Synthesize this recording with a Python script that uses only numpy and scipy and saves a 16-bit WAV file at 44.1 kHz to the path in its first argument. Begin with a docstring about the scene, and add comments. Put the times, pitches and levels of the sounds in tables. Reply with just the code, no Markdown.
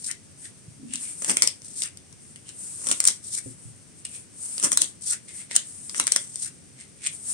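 """Large stiff cards are dealt one by one onto a cloth-covered table, close to a phone in a small quiet room.
For each card a thumb scuffs the deck and edges flick free, the card is drawn out with a swish, laid and pressed
down, and the hand brushes back over the cloth. Friction sounds are shaped noise, snaps are short noise bursts,
bumps are decaying table modes. The microphone rings in the treble and overloads on the hardest snaps."""
import sys
import numpy as np
from scipy import signal
from scipy.fft import rfft, irfft
from scipy.io import wavfile
from scipy.ndimage import uniform_filter1d

SR = 44100
rng = np.random.default_rng(int(sys.argv[2]) if len(sys.argv) > 2 else 0)


def transcribe(signal):
    """Save signal, clipped to [-1, 1], as a 16-bit WAV file at the path in sys.argv[1]."""
    frames = np.atleast_2d(signal).T
    limited = np.clip(frames, -1, 1)
    pcm = np.round(limited * 32767).astype(np.int16)
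    wavfile.write(sys.argv[1], SR, pcm)


N = 323253
TIME = np.arange(N) / SR

# Bending resonances of a held card. Each row: centre in Hz, width in Hz, height over the broad spectrum in dB.
CARD_RINGS = [(560, 143, 8), (1116, 230, 4.5), (1370, 91, 2.5), (2010, 380, 4.5), (3150, 630, 2),
              (5730, 96, 3.5)]


def undb(db):
    """Decibels to gain."""
    return 10 ** (np.asarray(db) / 20)


def spectrum_db(points, hz):
    """Join (Hz, dB) points on a log-frequency axis."""
    point_hz, point_db = np.transpose(points)
    return np.interp(np.log(hz), np.log(point_hz), point_db)


def colour(x, points, rings=(), size=2048):
    """Minimum-phase filter of unit power gain with a broad spectrum and resonant humps."""
    hz = np.maximum(np.arange(size // 2 + 1) * SR / size, 1)
    db = spectrum_db(points, hz)
    for centre_hz, width_hz, hump_db in rings:
        db = db + hump_db / (1 + (2 * (hz - centre_hz) / width_hz) ** 2)
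    # folding the cepstrum makes the response causal
    cepstrum = irfft(np.log(undb(db)))
    cepstrum[1:size // 2] *= 2
    cepstrum[size // 2 + 1:] = 0
    response = irfft(np.exp(rfft(cepstrum)))
    response /= np.linalg.norm(response)
    return signal.oaconvolve(x, response[None], axes=-1)[:, :N]


def walk(rate_hz):
    """Straight lines between Gaussian knots, rate_hz knots a second."""
    knots = rng.standard_normal(N)
    return np.interp(TIME * rate_hz, np.arange(N), knots)


def pan(db):
    """Left and right gains for a level difference; positive is left."""
    return undb(np.array([[db], [-db]]) / 2)


def noise(shared=0.22, lag_samples=9):
    """Noise at two microphone ports; the shared part reaches the left one first."""
    common = rng.standard_normal(N)
    both = np.array([common, np.roll(common, lag_samples)])
    return np.sqrt(shared) * both + np.sqrt(1 - shared) * rng.standard_normal((2, N))


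def friction(grain_db, grain_hz, patchy_db, patch_hz, lag_samples=9):
    """Dense micro-slips: noise in tiny grains of uneven size that come in patches."""
    grip = undb(grain_db * walk(grain_hz) + patchy_db * walk(patch_hz))
    grip /= np.sqrt(np.mean(grip ** 2))
    return noise(lag_samples=lag_samples) * grip


def stroke(times_s, db):
    """Gain of one movement, silent before and after."""
    level_db = np.interp(TIME, times_s, db, left=-np.inf, right=-np.inf)
    return uniform_filter1d(undb(level_db), size=200)


def swell(s, db, rise_s, fall_s, hold_s=0):
    """Gain of a push that builds up exponentially to a moment, may be held, and dies away."""
    distance = np.maximum((s - TIME) / rise_s, (TIME - s - hold_s) / fall_s)
    return undb(db) * np.exp(-distance.clip(0, 20))


def around(s, half_s=.2):
    """The samples near a moment."""
    return slice(int((s - half_s) * SR), int((s + half_s) * SR))


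def add(track, s, sound):
    """Mix a short stereo sound into a track."""
    start = int(np.clip(s * SR, 0, N - 1))
    track[:, start:start + sound.shape[-1]] += sound[..., :N - start]


def flexed(x, hump_db=5, width_share=0.32, count=5):
    """Every grip bends the card differently and gives it a few broad passing resonances."""
    notes_hz = 800 * 10 ** ((np.arange(count) + rng.random(count)) / count)  # one per slot, 800-8000 Hz
    rings = [(hz, width_share * hz, hump_db) for hz in notes_hz]
    return colour(x, [(1000, 0)], rings, size=1024)


def draws(edge_db=-2, body_db=-13, pan_db=4, note_width_hz=350, note_db=8):
    """A card slides off the deck: a thin hiss first, then the freed face radiates lower notes."""
    # Each row: start of creep in s, fastest pull in s, coming free in s, relative level in dB,
    # body on coming free in dB, note of the bent card in Hz.
    draw_rows = [(0, 0.064, 0.1, -33, 14, 1880), (1.66, 1.79, 1.855, -32.5, 7.5, 2820),
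                 (3.257, 3.339, 3.384, -29.5, -0.5, 2300), (5.044, 5.081, 5.136, -26.5, 3, 1480),
                 (6.352, 6.425, 6.466, -30, 1.5, 2760)]
    # Spectra of hiss and face. Each row: frequency in Hz, relative level in dB.
    hiss_points = [(1000, -24), (2800, -13), (3900, -3), (6000, 2.5), (9000, 3), (14000, -2.5)]
    face_points = [(850, -11), (1450, 10), (2000, 12), (4200, 2.5), (8000, -5.5)]
    speed_up_s, release_s = 0.034, 0.035
    creep_db, slowing_db, touch_db = -13.5, -5, -22  # under the pull: slow start, coming free, first and last touch
    held_body_db = -23.5  # lower notes while the deck still holds the card

    slide = friction(grain_db=2.5, grain_hz=2000, patchy_db=3, patch_hz=170)
    edge, face = 0, 0
    for creep_s, pull_s, free_s, db, free_db, hz in draw_rows:
        times_s = [creep_s - release_s, creep_s, pull_s - speed_up_s, pull_s, free_s, free_s + release_s]
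        course_db = np.array([touch_db, creep_db, creep_db, 0, slowing_db, touch_db])
        rub = slide * stroke(np.sort(times_s), db + course_db)
        freed = undb(np.interp(TIME, [pull_s, free_s], [held_body_db, free_db]))
        edge = edge + rub
        face = face + colour(rub * freed, face_points, [(hz, note_width_hz, note_db)])
    hiss = colour(edge, hiss_points, CARD_RINGS)
    return pan(pan_db) * (undb(edge_db) * hiss + undb(body_db) * face)


def brush(gain_db=-4, pan_db=4.0, attack_s=0.056, release_s=0.047, sleeve_db=-58):
    """Fine fibres under the moving hand and sleeve make a smooth, high hiss."""
    # Each row: time up to speed in s, time held in s, relative level in dB.
    stroke_rows = [(.42, 0.045, -47), (1.031, 0.081, -36.5), (1.19, 0.29, -40.5), (2.22, 0.16, -53.5),
                   (2.61, .5, -39), (3.45, 0.058, -45.5), (3.6, 0.11, -52), (3.98, 0.016, -52),
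                   (4.14, 0.028, -42), (4.43, 0.41, -37.5), (5.36, 0.048, -42), (5.67, 0.54, -43.5),
                   (7.14, .01, -40), (7.3, .05, -31)]
    # Spectrum of rubbed cloth. Each row: frequency in Hz, relative level in dB.
    cloth_points = [(1200, -12), (3500, -12.5), (7300, 1.5), (10000, 4), (13000, -3)]
    strokes = [swell(s, db, attack_s, release_s, hold_s) for s, hold_s, db in stroke_rows]
    speed = np.maximum(np.max(strokes, axis=0), undb(sleeve_db))  # the arm is never quite still
    rub = speed * friction(grain_db=1.5, grain_hz=2500, patchy_db=1.5, patch_hz=46)
    return undb(gain_db) * pan(pan_db) * colour(rub, cloth_points)


def air(level_db=-52, waver_db=0.07):
    """Low steady rumble of the house and a faint hiss: coloured noise, barely wavering."""
    # Each row: frequency in Hz, relative level in dB.
    air_points = [(30, -30.5), (90, 4), (150, 3.5), (270, -1), (900, -19.5), (2200, -17.5), (4000, -21),
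                  (6000, -17), (9000, -33.5), (15000, -18)]
    level = undb(level_db + waver_db * walk(5.22))
    return level * colour(noise(0.2, lag_samples=0), air_points)


def snaps(fall_s=0.00064, ring_s=0.0048, ring_db=-17, edge_db=-5, body_db=-17, pan_db=5, body_pan_db=2,
          mean_rebound_s=.008, rebound_db=-16):
    """An edge slips ever harder, lets go, and the stiff card flutters out in milliseconds and rebounds once."""
    # Card edges slapping their neighbours. Each row: release in s, relative level in dB, body over edge in dB,
    # swell time constant in s.
    snap_rows = [(.0454, -23.5, -6, 0.00098), (.1142, -17.5, -7, 0.0016), (.9376, -18.5, -6, 0.00061),
                 (.9574, -18, -21, 0.00062), (1.2467, -17.5, 6.5, 0.00087), (1.2977, -16, 13.5, 0.0017),
                 (1.3705, -9, 9, 0.0007), (1.4221, -0.5, -2, 0.00037), (1.4327, -15.5, 0, 0.0017),
                 (1.4756, -5, -4, 0.0016), (1.6197, -35, 3, 0.00051), (1.8215, -12, -12, 0.0011),
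                 (1.8373, -15, -14, 0.0041), (1.9733, -30, -5, 0.00079), (2.128, -38, 3, .001),
                 (2.36, -37, 9, .0006), (2.4916, -28.5, -11, .0004), (2.8699, -17, 1, 0.00032),
                 (2.888, -17.5, -14, .0006), (2.9145, -10, 5.5, 0.00056), (3.0033, -8.5, 1, 0.00055),
                 (3.0411, -13, 0.5, 0.0004), (3.053, -12, 2, 0.00058), (3.0767, -2, -19, 0.0034),
                 (3.0848, -7, -3, 0.00021), (4.0524, -23, -13, .0015), (4.5813, -17.5, -1, 0.00084),
                 (4.599, -20.5, 4, 0.00068), (4.7189, -9.5, -2, 0.00057), (4.7742, -2.5, -4, 0.00068),
                 (4.8195, -4.5, -33, 0.0016), (5.134, -23, 7.5, .0015), (5.5126, -30, 17, 0.0014),
                 (5.5641, -2, -6, 0.0016), (5.8964, -22, 1.5, 0.0007), (5.9465, -29, 15, 0.0005),
                 (5.9996, -7.5, 7, 0.001), (6.0698, -10.5, 5, 0.00043), (6.0777, -18, 8, 0.0006),
                 (6.1214, -4, -3.5, 0.0011), (6.1628, -6, 3, 0.0011), (6.358, -22.5, -6, 0.00055),
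                 (7.0712, -14.5, -7, 0.00042)]
    # Spectra of edge and body. Each row: frequency in Hz, relative level in dB.
    edge_points = [(1500, -22), (3200, -4), (6000, 3), (14000, 2.5)]
    body_points = [(80, -21), (280, 1), (800, -6), (2200, 1.5), (3500, 0.5), (8000, -6.5)]

    edge, body = np.zeros((2, 2, N))
    lead_s = .012
    t = np.arange(int(3 * lead_s * SR)) / SR - lead_s
    after = np.maximum(t, 0)
    flutter = np.exp(-after / fall_s) + undb(ring_db) * np.exp(-after / ring_s)
    slips = np.sign(noise(.6))  # equal force before shaping, only the direction is chance
    for k, (s, db, low_db, swell_s) in enumerate(snap_rows):
        shape = np.exp(np.minimum(t, 0) / max(swell_s, 1e-4)) * flutter
        shape /= np.sqrt(np.sum(shape ** 2) / SR / (2 * fall_s))  # same energy for every swell
        burst = shape * slips[:, k * len(t):(k + 1) * len(t)]
        flick = undb(db) * flexed(burst)
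        rebound_s = mean_rebound_s * (.5 + rng.random())
        for late_s, sound in (0, flick), (rebound_s, undb(rebound_db) * flick):
            add(edge, s + late_s - lead_s, sound)
            add(body, s + late_s - lead_s, sound * undb(low_db))
    edge_sound = pan(pan_db) * undb(edge_db) * colour(edge, edge_points, CARD_RINGS)
    body_sound = pan(body_pan_db) * undb(body_db) * colour(body, body_points, CARD_RINGS)
    return edge_sound + body_sound


def lays(gain_db=1, pan_db=2, note_width_hz=420, note_db=10):
    """The dealt card's edge catches on the weave and the cards below; the card sings at its bending note."""
    # Each row: peak in s, relative level in dB, rise in s, fall in s, note of the bent card in Hz.
    lay_rows = [(.454, -49, 0.02, 0.019, 1850), (.95, -42, 0.028, 0.02, 2750),
                (1.055, -49, 0.037, 0.052, 2320), (2.495, -47.5, 0.023, 0.013, 3000),
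                (4.053, -39.5, 0.0033, 0.01, 2850), (4.15, -48.5, 0.027, 0.026, 2460),
                (5.283, -48.5, 0.0036, 0.046, 2120), (5.40, -50, 0.026, 0.032, 2100),
                (5.518, -40, 0.009, 0.056, 1920), (6.813, -50, 0.03, 0.028, 2100),
                (7.065, -32, 0.02, .015, 2290)]
    # Spectrum of the scrape. Each row: frequency in Hz, relative level in dB.
    scrape_points = [(1000, -21), (1700, -2), (3200, 0), (6000, -1), (9000, 0), (14000, -24.5)]
    scrape = friction(grain_db=5.0, grain_hz=1500, patchy_db=0.5, patch_hz=130, lag_samples=0)
    track = np.zeros((2, N))
    for s, db, rise_s, fall_s, hz in lay_rows:
        span = around(s)
        glide = scrape[:, span] * swell(s, db, rise_s, fall_s)[span]
        add(track, span.start / SR, colour(glide, scrape_points, [(hz, note_width_hz, note_db)]))
    return undb(gain_db) * pan(pan_db) * track


def bumps(gain_db=-2, spread_log_hz=0.27, contact_s=0.0027, phase_spread_rad=0.84):
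    """Knuckles and hand heel ring the padded table top; each bump stirs the modes around its own frequency."""
    # Each row: start in s, relative level in dB, centre of the stirred modes in Hz.
    bump_rows = [(.678, -45.5, 150), (0.795, -44, 223), (.829, -39, 233), (.846, -43, 234),
                 (0.892, -41.5, 218), (0.944, -43.5, 218), (3.457, -45, 120), (3.459, -34.5, 347),
                 (3.652, -44.5, 117)]
    # Modes of the table top. Each row: frequency in Hz, relative level in dB, T60 in s.
    table_modes = [(115.7, 10.5, 0.21), (149.2, 5, 0.36), (228.9, 2.5, 0.25), (265.7, 4.5, 0.2),
                   (364, 3, 0.079), (518, 4.5, 0.074)]
    thuds = np.zeros((2, N))
    t = TIME[:SR // 3]
    hz, mode_db, t60_s = np.transpose(table_modes)[:, :, None]
    for s, db, centre_hz in bump_rows:
        phase = rng.normal(0, phase_spread_rad, (2, len(table_modes), 1))
        share = undb(db + mode_db) * np.exp(-.5 * (np.log(hz / centre_hz) / spread_log_hz) ** 2)
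        modes = share * np.sin(2 * np.pi * hz * t + phase) * undb(-60 * t / t60_s)
        soft_onset = 1 - np.exp(-(t / contact_s) ** 2)
        add(thuds, s, np.sum(modes, axis=1) * soft_onset)
    return undb(gain_db) * thuds


def scuffs(edge_db=-3, body_db=-15, pan_db=2.5, fall_ratio=1.43):
    """Cards pushed across each other under the thumb rasp; some pushes also shake the stack with a low clatter."""
    # Each row: peak in s, relative level in dB, body (how much of the stack is shaken) in dB, rise in s.
    scuff_rows = [(1.222, -28.5, 3.5, 0.0044), (1.265, -35.5, -4, 0.012), (1.303, -20.5, 4.5, 0.015),
                  (1.439, -29, 0.5, 0.017), (2.885, -26, 1, 0.03), (2.918, -18, -8, 0.0045),
                  (3.073, -21.5, -8.5, 0.02), (4.642, -16.5, -1, 0.013), (4.664, -25, 10, 0.0062),
                  (4.728, -18, -4, 0.0051), (4.817, -24, -3.5, 0.017), (5.554, -26.5, -2, 0.0061),
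                  (5.982, -26, -4, 0.021), (6.006, -27.5, 8.5, 0.0057), (6.157, -37, -8, 0.09)]
    # Spectra of rasping faces and shaken stack. Each row: frequency in Hz, relative level in dB.
    rasp_points = [(1000, -17.5), (3800, -7), (6000, 6), (14000, 3)]
    stack_points = [(70, -10), (260, 12.5), (750, -5), (1100, -3.5), (2200, -3.5), (6000, -11)]
    rasp = friction(grain_db=4.5, grain_hz=1600, patchy_db=3.5, patch_hz=250)
    edge, body = np.zeros((2, 2, N))
    for s, db, low_db, rise_s in scuff_rows:
        span = around(s)
        push = flexed(rasp[:, span] * swell(s, db, rise_s, fall_ratio * rise_s)[span])
        add(edge, span.start / SR, push)
        add(body, span.start / SR, push * undb(low_db))
    faces = undb(edge_db) * colour(edge, rasp_points, CARD_RINGS)
    stack = undb(body_db) * colour(body, stack_points, CARD_RINGS)
    return pan(pan_db) * (faces + stack)


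def room(x, wet_db=-9, gap_s=0.0023, split_hz=2500, low_t60_s=0.22, high_t60_s=0.19):
    """Near walls answer within milliseconds with a noise tail; the treble dies first."""
    wall_points = [(200, 6.5), (1500, 3.5), (3500, 9.5), (6000, 1.5), (9000, -1.0), (14000, -1.0)]  # (Hz, dB)
    t = TIME[:SR // 3]
    low_pass = signal.butter(2, split_hz, fs=SR, output="sos")
    high_pass = signal.butter(2, split_hz, "high", fs=SR, output="sos")
    low = signal.sosfilt(low_pass, rng.standard_normal((2, len(t))))
    high = signal.sosfilt(high_pass, rng.standard_normal((2, len(t))))
    tail = low * undb(-60 * t / low_t60_s) + high * undb(-60 * t / high_t60_s)
    tail *= np.clip(t / gap_s - .5, 0, 1)  # fades in around the gap
    tail /= np.linalg.norm(tail, axis=1, keepdims=True)
    echoes = signal.oaconvolve(x, tail, axes=-1)[:, :N]
    return x + undb(wet_db) * colour(echoes, wall_points)


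def scene():
    """All the handling sounds in the room, over its quiet air."""
    handling = snaps() + scuffs() + draws() + lays() + brush() + bumps()
    return room(handling) + air()


def record(dry, gain_db=3.5, top_hz=15900):
    """The microphone port rings near 9 kHz, the loudest snaps clip, and the top is cut."""
    # Microphone response. Each row: frequency in Hz, relative level in dB.
    mic_points = [(4000, 1), (6000, 3), (7300, 6), (8150, 12), (8750, 16.5), (9400, 8), (10500, -0.5),
                  (11800, -12), (15500, -24)]
    clipped = np.clip(undb(gain_db) * colour(dry, mic_points), -1, 1)
    top_cut = signal.ellip(8, .2, 70, top_hz, fs=SR, output="sos")
    return signal.sosfilt(top_cut, clipped)


dry = scene()
out = record(dry)
transcribe(out)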